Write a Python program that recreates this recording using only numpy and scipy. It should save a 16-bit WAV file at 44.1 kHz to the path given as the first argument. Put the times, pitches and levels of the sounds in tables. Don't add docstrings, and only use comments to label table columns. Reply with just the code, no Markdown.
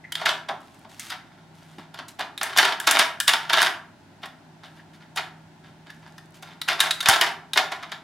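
import sys
import numpy as np
from scipy import signal
from scipy.fft import rfft, irfft, next_fast_len
from scipy.io import wavfile
from scipy.ndimage import map_coordinates

SR = 44100
rng = np.random.default_rng(int(sys.argv[2]) if len(sys.argv) > 2 else 0)


def waveform_to_disk(signal):
    frames = np.transpose(np.atleast_2d(signal))
    scaled = np.clip(frames, -1, 1) * 32767
    samples = np.round(scaled).astype(np.int16)
    wavfile.write(sys.argv[1], SR, samples)


N = 354123
SIZE = 16384
T = np.arange(SIZE) / SR
HZ = np.fft.rfftfreq(SIZE, 1 / SR) + 1


def amp(db):
    return 10 ** (np.asarray(db) / 20)


def unit(x):
    return x / np.sqrt(np.mean(x ** 2) + 1e-20)


def at_level(x, db):
    return x * amp(db) / np.sqrt(np.sum(x[0] ** 2) / (SR / 50))


def along(points, hz):
    freqs, values = np.transpose(points)
    return np.interp(np.log(hz + 1), np.log(freqs), values)


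def fade(t60, t=T):
    return np.exp(-np.log(1000) * t / np.maximum(t60, .002))


def wobble(rate, size=SIZE):
    knots = rng.standard_normal(int(size * rate / SR) + 4)
    return map_coordinates(knots, [np.arange(size) * rate / SR])


def peak(hz, width):
    return 1 / (1 + ((HZ ** 2 - hz ** 2) / (HZ * width)) ** 2)


def filtered(x, gain):
    size = next_fast_len(N + SIZE)
    return irfft(rfft(x, size) * gain(np.fft.rfftfreq(size, 1 / SR)), size)[..., :N]


def ring(x, gain):
    cepstrum = irfft(np.log(np.maximum(gain, 1e-5)))
    cepstrum[1:SIZE // 2] *= 2
    cepstrum[SIZE // 2 + 1:] = 0
    return irfft(rfft(x) * np.exp(rfft(cepstrum)))


def grit(spread_db):
    sizes = amp(spread_db * wobble(900))
    return rng.standard_normal((2, SIZE)) * sizes * amp([[0], [-15]])


def stroke(length, body, spread_db, judder_db):
    gate = np.clip(T / 0.0055, 0, 1) * np.clip((length - T) / 0.04 + .5, 0, 1)
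    force = grit(spread_db) * gate * amp(judder_db * wobble(112.6))
    friction = ring(force, body)
    return friction / np.sqrt(np.sum(friction[0] ** 2) / (length * SR))


# (frequency [Hz], t60 [s])
ROOM_DECAY = [(200, 0.68), (530, 0.48), (1400, 0.44), (3700, 0.3), (10000, 0.28)]
def place(track, start, x, wet_db):
    hz, t, noise = signal.stft(rng.standard_normal((2, SIZE)), SR, nperseg=256)
    decay = fade(along(ROOM_DECAY, hz)[:, None], t)
    build_up = 1 - np.exp(-t / 0.0014)
    tail = signal.istft(noise * decay * build_up, SR, nperseg=256)[1]
    tail = tail / np.linalg.norm(tail[0]) * amp([[wet_db], [wet_db - 8]])
    heard = signal.fftconvolve(x[:1], tail, axes=1)
    heard[:, :SIZE] += x
    first = max(round(start * SR), 0)
    track[:, first:first + heard.shape[1]] += heard[:, :max(N - first, 0)]


# (frequency [Hz], relative density [dB])
ROOM_TONE = [(15, -52.5), (25, -22), (53, -14.5), (157, 0), (363, -4.5), (489, -20), (607, -9), (887, -7.5),
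             (1230, -20), (1400, -13), (2350, -21.5), (3720, -23.5), (12200, -39.5), (16000, -41.5)]
def room_tone():
    mid, side = filtered(rng.standard_normal((2, N)), lambda hz: amp(along(ROOM_TONE, hz)))
    return np.array([amp(-53) * unit(mid), amp(-55) * unit(side)])


# (time [s], level [dB])
HUM_LEVELS = [(0.0, -52), (0.47, -56), (0.83, -69.5), (1.72, -52.5), (2.82, -72), (3.47, -51.5),
              (3.87, -65), (4.09, -67.5), (4.29, -57), (5.46, -52), (6.28, -55), (6.69, -58.5), (7.72, -55),
              (8.03, -59.5)]
def appliance():
    t = np.arange(N) / SR
    times, levels = np.transpose(HUM_LEVELS)
    phase = 2 * np.pi * np.cumsum(159.8 + .6 * wobble(2, N)) / SR
    hum = amp(np.interp(t, times, levels) + 2.96 + 0.98 * wobble(5, N)) * np.sin(phase)
    drone = amp(-63.5 + 1.3 * wobble(3.2, N)) * np.sin(2 * np.pi * 100 * t)
    return np.array([hum + drone, np.zeros(N)])


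# (time [s], length [s], level [dB], pitch [Hz])
NOSE_SQUEAKS = [(0.036, 0.036, -44, 1960), (4.785, 0.0091, -49, 1780), (5.892, 0.025, -43, 1760),
                (6.054, .03, -55, 1620)]
def squeaks():
    track = np.zeros((2, N))
    for start, length, db, hz in NOSE_SQUEAKS:
        squeak = stroke(length, peak(hz, width=hz * 0.2), spread_db=0, judder_db=4.5)
        place(track, start, amp(db) * squeak, wet_db=-9)
    return track


# (frequency [Hz], width [Hz], level [dB])
TRAY_MODES = [(310, 160, -16.5), (402.5, 64, -11.5), (661, 114, -2.5), (764, 120, -1.5), (930, 190, -1),
              (1108, 240, -3.5), (1210, 36, -12), (1377, 225, 0.5), (1631, 270, 0), (1754, 120, -5.5),
              (1910, 360, -4), (2160, 450, -4.5), (2466, 160, -7), (2950, 790, -5.5), (3157, 173, -7.5),
              (3610, 590, -3.5), (4430, 1200, -12), (4890, 1700, -13), (6070, 3860, -20.5),
              (10250, 7700, -24)]
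def tray_body():
    return np.sqrt(sum((amp(db) * peak(hz, width)) ** 2 for hz, width, db in TRAY_MODES))


# (time [s], level [dB], ring [Hz], relative treble [dB])
EDGE_CLICKS = [(0.1211, -17.5, 3080, -10), (0.153, -13.5, 3360, -37), (0.9952, -29, 2240, 5),
               (2.0826, -36, 4000, 3), (2.377, -21, 3740, -14), (2.4308, -18, 1840, 2),
               (2.8, -16, 1690, -6.5), (2.9107, -7.5, 1640, 0), (3.2009, -9, 1696, -5),
               (3.2068, -12.5, 1630, -21.5), (3.291, -9, 2884, -10), (3.6262, -9.5, 1606, -8.5),
               (4.2566, -28, 1850, -21.5), (4.657, -41.5, 2900, -25), (5.903, -33.5, 1810, -20.5),
               (6.1806, -31, 1810, -30), (6.6147, -15.5, 3870, -16.5), (6.803, -3, 3800, -10),
               (6.9084, -6, 3780, -16), (7.0046, -12, 3720, -22), (7.0264, -23, 1767, -8.5),
               (7.2113, -6, 2960, -15), (7.5334, -12, 3700, -13.5)]
def clicks(tray):
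    track = np.zeros((2, N))
    upper_tray = tray * HZ ** 2 / (HZ ** 2 + 2200 ** 2)
    for start, db, hz, treble_db in EDGE_CLICKS:
        force = grit(spread_db=3) * fade(0.034) * (1 - np.exp(-T / 0.00022))
        edge = at_level(ring(force, peak(hz, width=hz * .13)), db - 18.5)
        shell = at_level(ring(force, upper_tray), db - 17)
        crack = at_level(ring(force, peak(6500, width=8000)), db + treble_db - 14)
        place(track, start, edge + shell + crack, wet_db=-7)
    return track


# (time [s], length [s], level [dB])
SLIDER_PUSHES = [(0.165, 0.0737, -36), (1.3, 0.14, -60), (1.62, .14, -60.5), (2.184, .02, -40),
                 (2.44, 0.15, -36), (2.56, .02, -22), (2.81, .06, -38), (3.35, 0.17, -39),
                 (4.63, 0.041, -44), (5.0, 0.038, -51.5), (5.63, 0.052, -52), (5.86, 0.048, -48.5),
                 (6.02, .06, -51.5), (6.675, 0.056, -29), (6.785, 0.018, -26.5), (7.025, .04, -31.5),
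                 (7.74, .25, -49)]
def slides(tray):
    track = np.zeros((2, N))
    skids = [(start + .004, length, db - 17) for start, db, _, _, length in TRAY_KNOCKS if length > 0]
    for start, length, db in list(SLIDER_PUSHES) + skids:
        brightness_hz = 9000 * 2 ** ((db + 15.5) / 28)
        colour = tray / np.sqrt(2 + (HZ / brightness_hz) ** 2)
        scrape = stroke(length, colour, spread_db=5.5, judder_db=3)
        place(track, start, amp(db - 3) * scrape, wet_db=-3)
    return track


# (time [s], level [dB], relative hollow [dB], relative treble [dB], skid length [s])
TRAY_KNOCKS = [(0.214, -23, -4.5, -24.5, 0.00046), (0.258, -4.5, -22, -25, 0.045),
               (0.4876, -18, -7, -28, 0.0076), (0.848, -41.5, -3.5, -32, 0.00068),
               (1.102, -22, -26, -13.5, 0.052), (1.119, -19.5, -24, -29.5, 0.0011),
               (1.784, -34.5, -9, -23.5, 0.064), (1.943, -30.5, -16.5, -17.5, 0.051),
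               (1.989, -23.5, -14, -25.5, 0), (2.193, -21, -7.5, -19, 0.031),
               (2.208, -16.5, -19.5, -27.5, 0), (2.412, -14, -17, -23, 0.053),
               (2.574, -5, -19, -13, 0.00051), (2.585, 0, -28, -17, 0.061), (2.651, -10.5, -15, -18, .07),
               (2.722, -13.5, -24, -29.5, 0), (2.872, -2.5, -20, -15, .12), (2.991, -2, -23, -14.5, 0.046),
               (3.279, -1, -32, -14, 0.013), (3.334, -5.5, -19, -19.5, 0.0033),
               (3.497, -9, -19.5, -25.5, 0.099), (3.532, -3, -22.5, -22, .095),
               (3.617, -5.5, -20, -17, 0.051), (3.663, -7.5, -25, -25, 0),
               (4.2318, -23.5, -14, -31.5, 0.014), (5.161, -23.5, -12, -11.5, 0.044),
               (5.173, -12, -20, -22, 0.024), (6.425, -30.5, -13, -13, 0.11),
               (6.685, -7.5, -22.5, -21.5, 0.045), (6.8039, -8.5, -26, -10.5, 0.074),
               (7.059, -5, -26, -22.5, .03), (7.087, -0.5, -17.5, -9.5, 0.066),
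               (7.213, -6, -21.5, -18.5, 0.066), (7.559, -12.5, -13, -34.5, 0.0082),
               (7.574, -1.5, -18.5, -20, 0.0036), (7.718, -17, -14, -23, .02), (7.829, -22, -19, -26.5, 0),
               (7.919, -19, -19.5, -23, 0)]
def knocks(tray):
    track = np.zeros((2, N))
    lead_s, graze_t60, chatter_t60 = .015, 0.012, 0.081
    hollow = 1 / (1 + (HZ / 1100) ** 6)
    treble = 1 / (1 + (6000 / HZ) ** 6)
    midrange = (1 - hollow) * (1 - treble)
    before, after = np.maximum(lead_s - T, 0), np.maximum(T - lead_s, 0)
    graze = fade(graze_t60, before) * np.where(before > 0, amp(-2), 1)
    chatter = fade(chatter_t60, after)
    treble_chatter = fade(chatter_t60 * 0.39, after)
    for start, db, hollow_db, treble_db, _ in TRAY_KNOCKS:
        force = grit(spread_db=3.5) * graze
        low = at_level(ring(force * np.sqrt(chatter), tray * hollow), db + hollow_db - 3)
        middle = at_level(ring(force * chatter, tray * midrange), db - 14.5)
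        high = at_level(ring(force * treble_chatter, tray * treble), db + treble_db - 7)
        place(track, start - lead_s + .0007, low + middle + high, wet_db=-6)
    return track


def licks(tray, count=22):
    track = np.zeros((2, N))
    swell = (1 - np.exp(-T / .008)) * fade(.09)
    for when, size, brightness in rng.random((count, 3)):
        colour = tray * (HZ / 2000) ** (brightness - .5)
        touch = ring(grit(spread_db=1) * swell, colour)
        place(track, when * N / SR, at_level(touch, -61 + 7 * size), wet_db=-9.5)
    return track


# (frequency [Hz], relative level [dB])
FUR_SPECTRUM = [(300, -42), (1200, 5), (3500, 5), (7000, -1.5), (12000, -5), (16000, -12.5)]
# (time [s], length [s], level [dB])
MUZZLE_RUBS = [(0.604, 0.24, -56.5), (0.89, 0.2, -49), (0.992, 0.13, -38.5), (1.541, 0.29, -56.5),
               (2.079, .035, -44.5), (4.621, 0.183, -62), (5.88, 0.5, -65), (6.339, 0.049, -48.5)]
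def rubs():
    track = np.zeros((2, N))
    fur = amp(along(FUR_SPECTRUM, HZ))
    for start, length, db in MUZZLE_RUBS:
        rustle = stroke(length, fur, spread_db=4, judder_db=-1)
        place(track, start, amp(db - 6) * rustle, wet_db=-12.5)
    return track


def ticks(per_second=12):
    track = np.zeros((2, N))
    for start, length, _ in MUZZLE_RUBS:
        for when, size, pitch in rng.random((round(per_second * length), 3)):
            force = grit(spread_db=2.5) * fade(.005)
            tick = ring(force, peak(4500 + 6000 * pitch, width=7000))
            place(track, start + when * length, at_level(tick, -73 + 9 * size), wet_db=-11.5)
    return track


# (time [s], level [dB], centre [Hz])
CARPET_THUDS = [(1.783, -34.5, 254), (2.873, -32, 305), (2.993, -36.5, 202.5), (3.279, -39, 110),
                (3.532, -31.5, 258), (7.087, -24.5, 100.4)]
def thuds():
    track = np.zeros((2, N))
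    for start, db, hz in CARPET_THUDS:
        push = ring(grit(spread_db=1.5) * fade(0.047), peak(hz, width=140))
        place(track, start, at_level(push, db - 7.5), wet_db=-22.5)
    return track


# (frequency [Hz], side gain [dB])
STEREO_WIDTH = [(30, -7), (250, -10), (1000, -3), (4000, -0.5), (12000, 2)]
def scene():
    tray = tray_body()
    play = knocks(tray) + clicks(tray) + licks(tray) + ticks() + squeaks()
    play += slides(tray) + rubs() + thuds()
    mid, side = play + room_tone() + appliance()
    side = filtered(side, lambda hz: amp(along(STEREO_WIDTH, hz)))
    return np.array([mid + side, mid - side])


def record(dry):
    soft = filtered(dry, lambda hz: 1 / np.sqrt(1 + (hz / 13500) ** 8))
    rounded = soft / (1 + np.abs(soft) ** 6) ** (1 / 6)
    return filtered(rounded, lambda hz: hz < 16000)


dry = scene()
out = record(dry)
waveform_to_disk(out)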